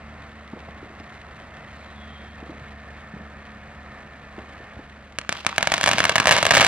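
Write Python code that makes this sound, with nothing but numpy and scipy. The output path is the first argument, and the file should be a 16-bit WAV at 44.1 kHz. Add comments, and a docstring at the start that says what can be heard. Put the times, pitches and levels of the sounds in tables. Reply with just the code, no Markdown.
"""A firework fountain roars, fizzes, sputters and briefly whistles, then crackles ever more thickly.
It burns on the ground a few metres away in a night street, over the low hum of a distant motor.
Rushing gas makes the roar and rings the tube, burning grains hiss, and stars (small pellets) burst.
Each crack comes again off the asphalt and the house fronts, and the loudest overload the microphone."""
import sys
import numpy as np
from scipy import signal
from scipy.fft import rfft, irfft
from scipy.io import wavfile
from scipy.ndimage import uniform_filter1d

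SR = 44100
rng = np.random.default_rng(int(sys.argv[2]) if len(sys.argv) > 2 else 0)


def store_wav(level_fs):
    """Save 16-bit WAV to argv[1]."""
    pcm = np.round(np.clip(np.atleast_2d(level_fs), -1, 1) * 32767)
    wavfile.write(sys.argv[1], SR, pcm.T.astype(np.int16))


N = 294147
TIME = np.arange(N) / SR
LEFT_LAG_SAMPLES = 2.5  # direct sound reaches the left channel this much later than the right


def jet(roar_db=-45, wide_db=-8, flutter_db=.8, burnout_s=4.7, burnout_length_s=.71):
    """Rushing gas roars and rings the tube; both sink as the charge runs low."""
    # tone colour of the roar: (frequency [Hz], relative level [dB])
    colour = [(22, -8), (45, -4.5), (100, -3), (170, -5), (400, -12.5), (600, -7.5), (900, -13),
              (1500, -11.5), (2100, -13.5), (3000, -24.5), (4300, -30.5), (6000, -37.5), (8500, -38),
              (10000, -45.5), (15000, -55)]
    # the tube's notes, which shift as it burns hollow:
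    # (early pitch [Hz], late pitch [Hz], width [Hz], early level [dB], late level [dB])
    tube_notes = [(700, 712, 100, -56.5, -57), (1080, 1120, 150, -58, -64), (1310, 1270, 200, -55.5, -54.5),
                  (1825, 1790, 110, -55.3, -50.7), (2065, 2150, 150, -57, -60),
                  (2640, 2485, 140, -65, -63.5)]
    spent = np.clip((TIME - burnout_s) / burnout_length_s, 0, 1)
    hollow = (1 + np.tanh((TIME - 2.3) / .5)) / 2  # from 0 to 1, halfway at 2.3 s
    flow = undb(-4.5 * spent + flutter_db * wander(30.07))
    roar = undb(roar_db) * unit(through(wide_noise(wide_db), response(colour)))
    tube = np.zeros(N)
    for early_hz, late_hz, width_hz, early_db, late_db in tube_notes:
        hz = early_hz + (late_hz - early_hz) * hollow
        db = early_db + (late_db - early_db) * hollow
        tube += undb(db) * ring(hz, width_hz)
    return flow * (roar + stereo(undb(-19 * spent) * tube))


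def stars(mic_height_m=1.5, distance_m=7.2, sound_m_per_s=343, scatter_db=-7, scatter_fade_s=.026):
    """Each star bursts in one pulse of pressure; softer copies bounce off the ground and nearby things."""
    # the loudest bursts: (time [s], level [dB], height [m], treble boost [dB])
    cracks = [(5.1868, 2.5, .56, 2), (5.2928, 9, 0.46, -5.5), (5.3259, 1.5, 1.28, 1.5),
              (5.4488, -4, 1.05, -16), (5.4657, 13, 0.65, 0.5), (5.5812, 15, 1.04, -3),
              (5.563, -13, 1.0, 4), (5.628, 9, 0.85, 1), (5.6727, 12, 1.05, -2), (5.7193, 10.5, 1.22, -6),
              (5.722, 2, 0.68, 4.5), (5.7398, 10, 2.3, 4), (5.78, 3.5, 1.35, -1.5), (5.812, 5, 0.95, 1),
              (5.832, -2, 1.2, 7), (5.8338, -1, 0.92, 3), (5.84, 13, 0.47, -1), (5.8614, 12, 0.73, 1),
              (5.875, 12, 1.4, -5), (5.8802, 11.5, 0.94, -1), (5.8903, -1, 0.84, 2), (5.8902, 9.5, 1.45, 0),
              (5.9139, 13.5, 0.6, -2), (5.9332, 6.5, 2.3, 1), (5.9832, 12.5, 1.06, -5),
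              (5.9913, -2.5, 0.63, 9), (6.0038, 16, 0.49, -9.5), (6.0302, 0, 1.4, -8),
              (6.0413, 10.5, .6, -1), (6.053, 13.5, 0.81, -0.5), (6.0949, 13, 1.48, 0.5),
              (6.1569, 15.5, 0.84, 0), (6.1627, 8, 1.16, 1), (6.1815, 15, 0.58, -7), (6.2005, 15, 0.61, 0),
              (6.2423, -7, .9, 3), (6.2567, 13.5, 0.85, -8.5), (6.2711, 17, 1.3, 2), (6.2805, 12, 0.98, -3),
              (6.287, 3, 1, 0), (6.2922, 18, 0.85, -7), (6.31, 18.5, 0.92, -1), (6.3159, 14, 1.5, 0),
              (6.323, 13.5, 1.43, 0), (6.3279, 6, 0.81, 3), (6.335, -3, 1.0, 6), (6.34, 2, 1.5, 0),
              (6.3657, 10, 1.55, 0), (6.379, 1, 1.04, 5), (6.384, 10, 1.6, -5), (6.3892, 5, 1.1, -9),
              (6.4285, 14.5, 1.22, -1), (6.453, 11, 1.3, 0), (6.4663, 12.5, 1.48, 3), (6.491, -1, 1.2, -6),
              (6.5081, 19, 0.89, -0.5), (6.5124, 15.5, 0.93, -3), (6.5208, 11.5, 0.6, -4),
              (6.5387, 11.5, 1.24, -4), (6.5437, 6, 0.59, 5), (6.551, 13.5, 0.52, 3), (6.5585, 4, 1.1, 5),
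              (6.5688, 12, 0.74, 2), (6.572, 18, 1.32, -3), (6.5798, 9, 0.93, 4), (6.5985, 13.5, 0.75, -12),
              (6.6086, 12.5, 2.09, 5), (6.6135, 13.5, 1.18, 2), (6.6172, 15, 1.37, -8),
              (6.6276, 12.5, 1.55, -9), (6.643, 2, 1, 1), (6.6472, 14, 1.04, 3.5), (6.666, 12.5, 2.15, 2.5)]
    # tone colour of a burst: (frequency [Hz], relative level [dB])
    colour = [(25, -18), (60, -15.5), (100, -10), (150, -4.5), (290, -3), (420, -10.5), (650, .3),
              (1100, -3), (1700, 1), (2600, -1.5), (4000, -6), (5200, -8.5), (6300, -7.5), (9000, -9),
              (13000, -27), (16000, -36)]
    # quick echoes off the kerb and house fronts: (delay [s], level [dB])
    slaps = [(.026, -18.5), (.029, -19.5)]
    direct, left, right = np.zeros((3, N))
    shape = response(colour)
    body = lowpass(shape, 2200)
    treble = shape - body
    fade = undb(-60 * TIME[:len(shape)] / scatter_fade_s)
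    fade /= np.linalg.norm(fade)
    for s, db, height_m, treble_db in cracks:
        trough_hz = 1200 * 2 ** rng.uniform(-.46, 1)
        pulse = undb(db) * delay_bass(body + undb(treble_db) * treble, trough_hz)
        boom_db = -16 + 6 * rng.uniform(-1, 1)
        boom_hz = 660 * 2 ** (.7 * rng.uniform(-1, 1))
        pulse = pulse + undb(boom_db) * resonance(pulse, boom_hz, width_hz=300)
        add(direct, s, pulse)
        # the higher the star, the later its bounce off the asphalt
        detour_m = 2 * height_m * mic_height_m / distance_m
        add(direct, s + detour_m / sound_m_per_s, undb(-6) * lowpass(pulse, 5000))
        # every star bursts somewhere else, so its echoes shift a little and scatter differently
        for delay_s, slap_db in slaps:
            shift_s = .0012 * rng.uniform(-1.01, 1)
            add(direct, s + delay_s + shift_s, undb(slap_db) * muffle(pulse, 9000))
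        scatter = through(lowpass(pulse, 6000), diffuse(len(fade)) * fade)
        add(left, s, scatter[0])
        add(right, s, scatter[1])
    return stereo(direct) + undb(scatter_db) * np.array([left, right])


def swarm(sizzle_db=-4, sizzle_s=.0011, bunch_db=2.5):
    """Countless smaller bursts, each with a short sizzle, come in bunches between the loud ones."""
    # how the swarm swells: (time [s], level [dB])
    levels = [(5.3, -45), (5.55, -45), (5.72, -40), (5.82, -32), (5.92, -32), (6.05, -32), (6.15, -35),
              (6.24, -35.5), (6.34, -28.5), (6.48, -29.5), (6.56, -26.5), (6.67, -25.5)]
    # tone colour of the small bursts: (frequency [Hz], relative level [dB])
    colour = [(25, -40), (80, -2.5), (130, -3.5), (220, -4.5), (310, 0), (650, -13), (1100, -1.5),
              (1700, -13), (2600, -1), (4000, -4.5), (6300, -14.5), (9000, -21), (13000, -29), (16000, -31)]
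    age = np.maximum(TIME - levels[0][0], 0)
    bursts_per_s = 520 + 250 * age
    bursts = unit(clicks(bursts_per_s, spread_db=2.6) / np.sqrt(bursts_per_s))
    afterglow = unit(np.sqrt(lowpass(bursts ** 2, 1 / (2 * np.pi * sizzle_s))))
    crackle = stereo(delay_bass(bursts, 2000)) + undb(sizzle_db) * afterglow * diffuse(N)
    db, = curves(levels)
    loudness = undb(db - .6 + bunch_db * wander(40)) * (age > 0)
    return through(crackle * loudness, response(colour))


def fizz(puffs_per_s=400, swell_s=.0011, bunch_db=.6, wide_db=-8):
    """Burning grains leave the nozzle in soft puffs of hiss, loosely bunched."""
    # how the fizz rises and falls: (time [s], level [dB])
    levels = [(0, -55), (.8, -54.5), (1.3, -52), (2.2, -54.5), (2.6, -52.5), (3.6, -55), (4.6, -52.5),
              (5.15, -56.5)]
    # tone colour of the fizz: (frequency [Hz], relative level [dB])
    colour = [(300, -20), (1000, 1.5), (2000, 1), (4000, -6), (5200, -16), (7000, -15.5), (9000, -20),
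              (12000, -26), (16000, -54)]
    t = TIME[:SR // 20]
    puff = t / swell_s * np.exp(1 - t / swell_s)
    grains = clicks(puffs_per_s, spread_db=1.4)
    power = np.maximum(signal.fftconvolve(grains ** 2, puff ** 2)[:N], 0)
    db, = curves(levels)
    loudness = unit(np.sqrt(power) * undb(bunch_db * wander(12))) * undb(db)
    return through(loudness * wide_noise(wide_db), response(colour))


def spits(decay_s=.0028, wide_db=-8, ping_s=1.0, ping_hz=5200, ping_db=-46, ping_fade_s=.025):
    """Larger sparks tick sharply out of the hiss; one of them rings briefly."""
    # the largest sparks: (time [s], level [dB])
    sparks = [(.222, -44), (.477, -44), (.591, -42.5), (.603, -42), (.709, -51), (.992, -45), (0.999, -41),
              (1.041, -42.5), (1.093, -51), (1.123, -46), (1.134, -47), (1.215, -41), (1.569, -43),
              (2.08, -48), (2.109, -47), (3.548, -48.5), (3.918, -50), (4.388, -43), (4.897, -44),
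              (5.123, -41.5)]
    # tone colour of a spark: (frequency [Hz], relative level [dB])
    colour = [(500, -14), (1500, 5), (3500, -1.5), (5500, -12.5), (8000, -16), (12000, -28), (16000, -50)]
    t = TIME[:SR // 20]
    loudness, ping = np.zeros((2, N))
    for s, db in sparks:
        add(loudness, s, undb(db + 2) * np.exp(-t / decay_s))
    add(ping, ping_s, undb(ping_db - 60 * t / ping_fade_s) * np.sin(2 * np.pi * ping_hz * t))
    return through(loudness * wide_noise(wide_db), response(colour)) + stereo(ping)


def sputter(knock_hz=680, rough_db=-15, rough_s=.059, dull_hz=1200):
    """The jet sputters in dull thuds: a short knock, a swing or two, then small uneven bumps."""
    # the thuds: (time [s], level [dB], pitch [Hz], knock level above the thud [dB])
    thuds = [(0.533, -24.5, 243, -3), (0.571, -32, 217, 1), (0.686, -32, 174, 5.5), (0.828, -30, 322, -17),
             (0.903, -33, 352, 0), (1.001, -33.5, 270, 1), (2.427, -27, 295, -12), (2.494, -25.5, 290, -3),
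             (2.518, -34, 260, -9), (2.612, -35, 120, -9), (3.137, -27, 180, -10), (3.162, -34, 190, -12),
             (3.209, -31, 200, -2), (4.381, -25, 360, -4), (4.604, -33, 434, -8), (4.766, -34, 103, 1),
             (4.791, -30, 272, -3), (5.945, -22.5, 210, -10)]
    track, t = np.zeros(N), TIME[:SR // 10]
    knock = swing(t, knock_hz, cycles=.45)
    for s, db, hz, knock_db in thuds:
        bump_places = rng.integers(0, len(t), size=24)
        bumps = np.bincount(bump_places, minlength=len(t)) * rng.standard_normal(len(t))
        rough = unit(resonance(bumps, hz=360, width_hz=390)) * np.exp(-t / rough_s)
        thud = swing(t, hz, cycles=.48) + undb(knock_db) * knock + undb(rough_db) * rough
        add(track, s, undb(db + .5) * thud)
    return stereo(muffle(track, dull_hz))


def whistle(rasp_db=-1, rasp_above_hz=200):
    """Gas passing the nozzle's edge makes a fluttering, falling tone with a raspy one just above it."""
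    # the whistle's slide: (time [s], pitch [Hz], level [dB])
    slide = [(1.6, 4400, -110), (1.7, 4230, -72), (1.8, 4020, -65), (1.92, 3850, -65), (1.96, 3450, -62),
             (2.0, 3360, -57), (2.05, 3310, -62), (2.09, 3220, -56.5), (2.18, 3200, -55.5),
             (2.23, 3290, -59), (2.28, 3220, -61), (2.37, 3250, -64.5), (2.6, 3250, -110)]
    hz, db = curves(slide)
    tone = ring(hz, width_hz=70)
    rasp = undb(rasp_db) * ring(hz + rasp_above_hz, width_hz=450)
    return stereo(undb(db) * (tone + rasp))


def street(x, near_s=.001729, near_db=-11, tail_db=-20):
    """The street adds a reflection from just behind the microphone, far echoes and a thin tail."""
    # echoes from farther off: (delay [s], level [dB], centre frequency [Hz], width [Hz])
    echoes = [(0.028, -21, 1460, 2500), (.062, -9, 1110, 373)]
    reflections = undb(tail_db) * tail()
    spike = signal.unit_impulse(512)
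    for channel in reflections:
        add(channel, near_s, undb(near_db) * lowpass(spike, 3500))
        for s, db, hz, width_hz in echoes:
            add(channel, s, undb(db) * lowpass(resonance(spike, hz, width_hz), 9000))
    return x + through(x, reflections)


def tail(fade_s=.66, dull_hz=3400, echoes_per_s=2500):
    """Many tiny echoes, dulled by lawn and hedges, die away in the open air."""
    t = TIME[:SR]
    arrivals = (rng.random(SR) < echoes_per_s / SR) * (t > .004)
    right = arrivals * rng.standard_normal(SR) * undb(-60 * t / fade_s)
    # each comes from its own direction, so it has its own lag between left and right
    lags = np.rint(LEFT_LAG_SAMPLES * rng.uniform(-1.4, 1.8, SR)).astype(int)
    left = np.bincount((np.arange(SR) + lags) % SR, right, SR)
    echoes = muffle(np.array([left, right]), dull_hz)
    return echoes / np.linalg.norm(echoes[0])


def hum(start_hz=73.3, sag_hz_per_s=.63):
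    """A distant motor slows a little; each of its tones wavers on its own."""
    # how the hum rises and falls: (time [s], level [dB])
    levels = [(0, -46), (.85, -47), (1.35, -50.5), (1.85, -44.5), (3.1, -44.5), (5.15, -50.5)]
    # the motor's tones: (multiple of the lowest pitch, relative level [dB])
    harmonics = [(1, 0.5), (2, -11), (3, -3), (4, -17), (10, -17)]
    db, = curves(levels)
    phase = 2 * np.pi * np.cumsum(start_hz - sag_hz_per_s * TIME) / SR
    tones = np.zeros(N)
    for multiple, tone_db in harmonics:
        tones += undb(tone_db + 1.5 * wander(20)) * np.sin(multiple * phase + .3 * wander(15))
    return stereo(undb(db) * tones)


def undb(db):
    """Turn decibels into a number to multiply by."""
    return 10 ** (np.asarray(db) / 20)


def unit(x):
    """Scale to an average strength (rms) of 1."""
    return x / np.sqrt(np.mean(x ** 2))


def curves(table):
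    """Join a table's points with straight lines in time, one curve for each column after the first."""
    s, *columns = np.transpose(table)
    return [np.interp(TIME, s, column) for column in columns]


def add(track, s, sound):
    """Mix a sound into a track, starting at s seconds."""
    i = min(int(s * SR), len(track))
    track[i:i + len(sound)] += sound[:len(track) - i]


def wander(steps_per_s):
    """A smooth random drift, mostly between -1 and 1."""
    hold = int(SR / steps_per_s)
    steps = np.repeat(rng.standard_normal(N // hold + 1), hold)
    return 1.3 * uniform_filter1d(uniform_filter1d(steps, hold), hold)[:N]


def clicks(per_s, spread_db):
    """Random clicks, mostly small and a few large."""
    size = undb(spread_db * np.minimum(rng.exponential(size=N), 4))
    return unit((rng.random(N) < per_s / SR) * size)


def ring(hz, width_hz):
    """A note kept ringing by swirling gas; the wider it is, the more it sounds like noise."""
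    a, b = muffle(rng.standard_normal((2, N)), .75 * width_hz)
    phase = 2 * np.pi * np.cumsum(hz) / SR
    return unit(a * np.cos(phase) + b * np.sin(phase))


def swing(t, hz, cycles):
    """A vibration that peaks after the given number of cycles and quickly dies."""
    age = t * hz / cycles
    return np.sin(2 * np.pi * hz * t) * age * np.exp(1 - age)


def response(colour, size=2048):
    """A click of energy 1 with the given tone colour (frequency [Hz], level [dB])."""
    hz, db = np.transpose(colour)
    bins_hz = np.maximum(np.fft.rfftfreq(size, 1 / SR), 1)
    spectrum = undb(np.interp(np.log(bins_hz), np.log(hz), db))
    # move the energy to the start of the click without changing its colour
    cepstrum = irfft(np.log(spectrum))
    cepstrum[1:size // 2] *= 2
    cepstrum[size // 2 + 1:] = 0
    click = irfft(np.exp(rfft(cepstrum)))
    return click / np.linalg.norm(click)


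def through(x, click):
    """Give a sound the colour and echoes of a click; either may have two channels."""
    return signal.fftconvolve(np.atleast_2d(x), np.atleast_2d(click), axes=1)[:, :N]


def resonance(x, hz, width_hz):
    """Keep the band of sound around one pitch."""
    return signal.lfilter(*signal.iirpeak(hz, hz / width_hz, fs=SR), x)


def lowpass(x, hz):
    """Gently soften the treble above hz."""
    return signal.lfilter(*signal.butter(1, hz, fs=SR), x)


def muffle(x, hz):
    """Soften the treble twice over."""
    return lowpass(lowpass(x, hz), hz)


def delay_bass(x, hz):
    """Make the bass arrive late, so a spike is followed by a wider trough."""
    return x - 2 * lowpass(x, hz)


def stereo(x):
    """Make two channels; the sound reaches the right one just before the left."""
    x = np.ravel(x)
    taps = np.arange(-12, 13) - LEFT_LAG_SAMPLES
    delay = np.sinc(taps) * np.exp(-(taps / 5) ** 2)
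    return np.array([np.convolve(x, delay, "same"), x])


def diffuse(count, shared_hz=900, bass_kept=.023):
    """Noise from all around: left and right share most of the bass and differ in the treble."""
    mid, side = rng.standard_normal((2, count))
    side = side - (1 - bass_kept) * lowpass(side, shared_hz)
    return np.array([mid + side, mid - side]) / np.sqrt(2)


def wide_noise(wide_db):
    """Noise straight from the fountain, widened by some from all around."""
    return stereo(rng.standard_normal(N)) + undb(wide_db) * diffuse(N)


def scene():
    """The fountain and its crackle in the street, over the hum."""
    return jet() + fizz() + spits() + sputter() + whistle() + hum() + street(stars() + swarm())


def record(dry, left_db=-.5, ceiling=.97):
    """The microphone is weaker on the left, rounds off loud cracks, and cuts rumble and high treble."""
    balanced = dry * undb([[left_db], [0]])
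    rounded = ceiling * np.tanh(balanced / ceiling)
    rumble_cut = signal.butter(4, 36, "highpass", fs=SR, output="sos")
    soft_treble = signal.butter(2, 11000, fs=SR, output="sos")
    top_cut = signal.ellip(8, .1, 70, 16300, fs=SR, output="sos")
    return signal.sosfilt(np.vstack([rumble_cut, soft_treble, top_cut]), rounded)


dry = scene()
out = record(dry)
store_wav(out)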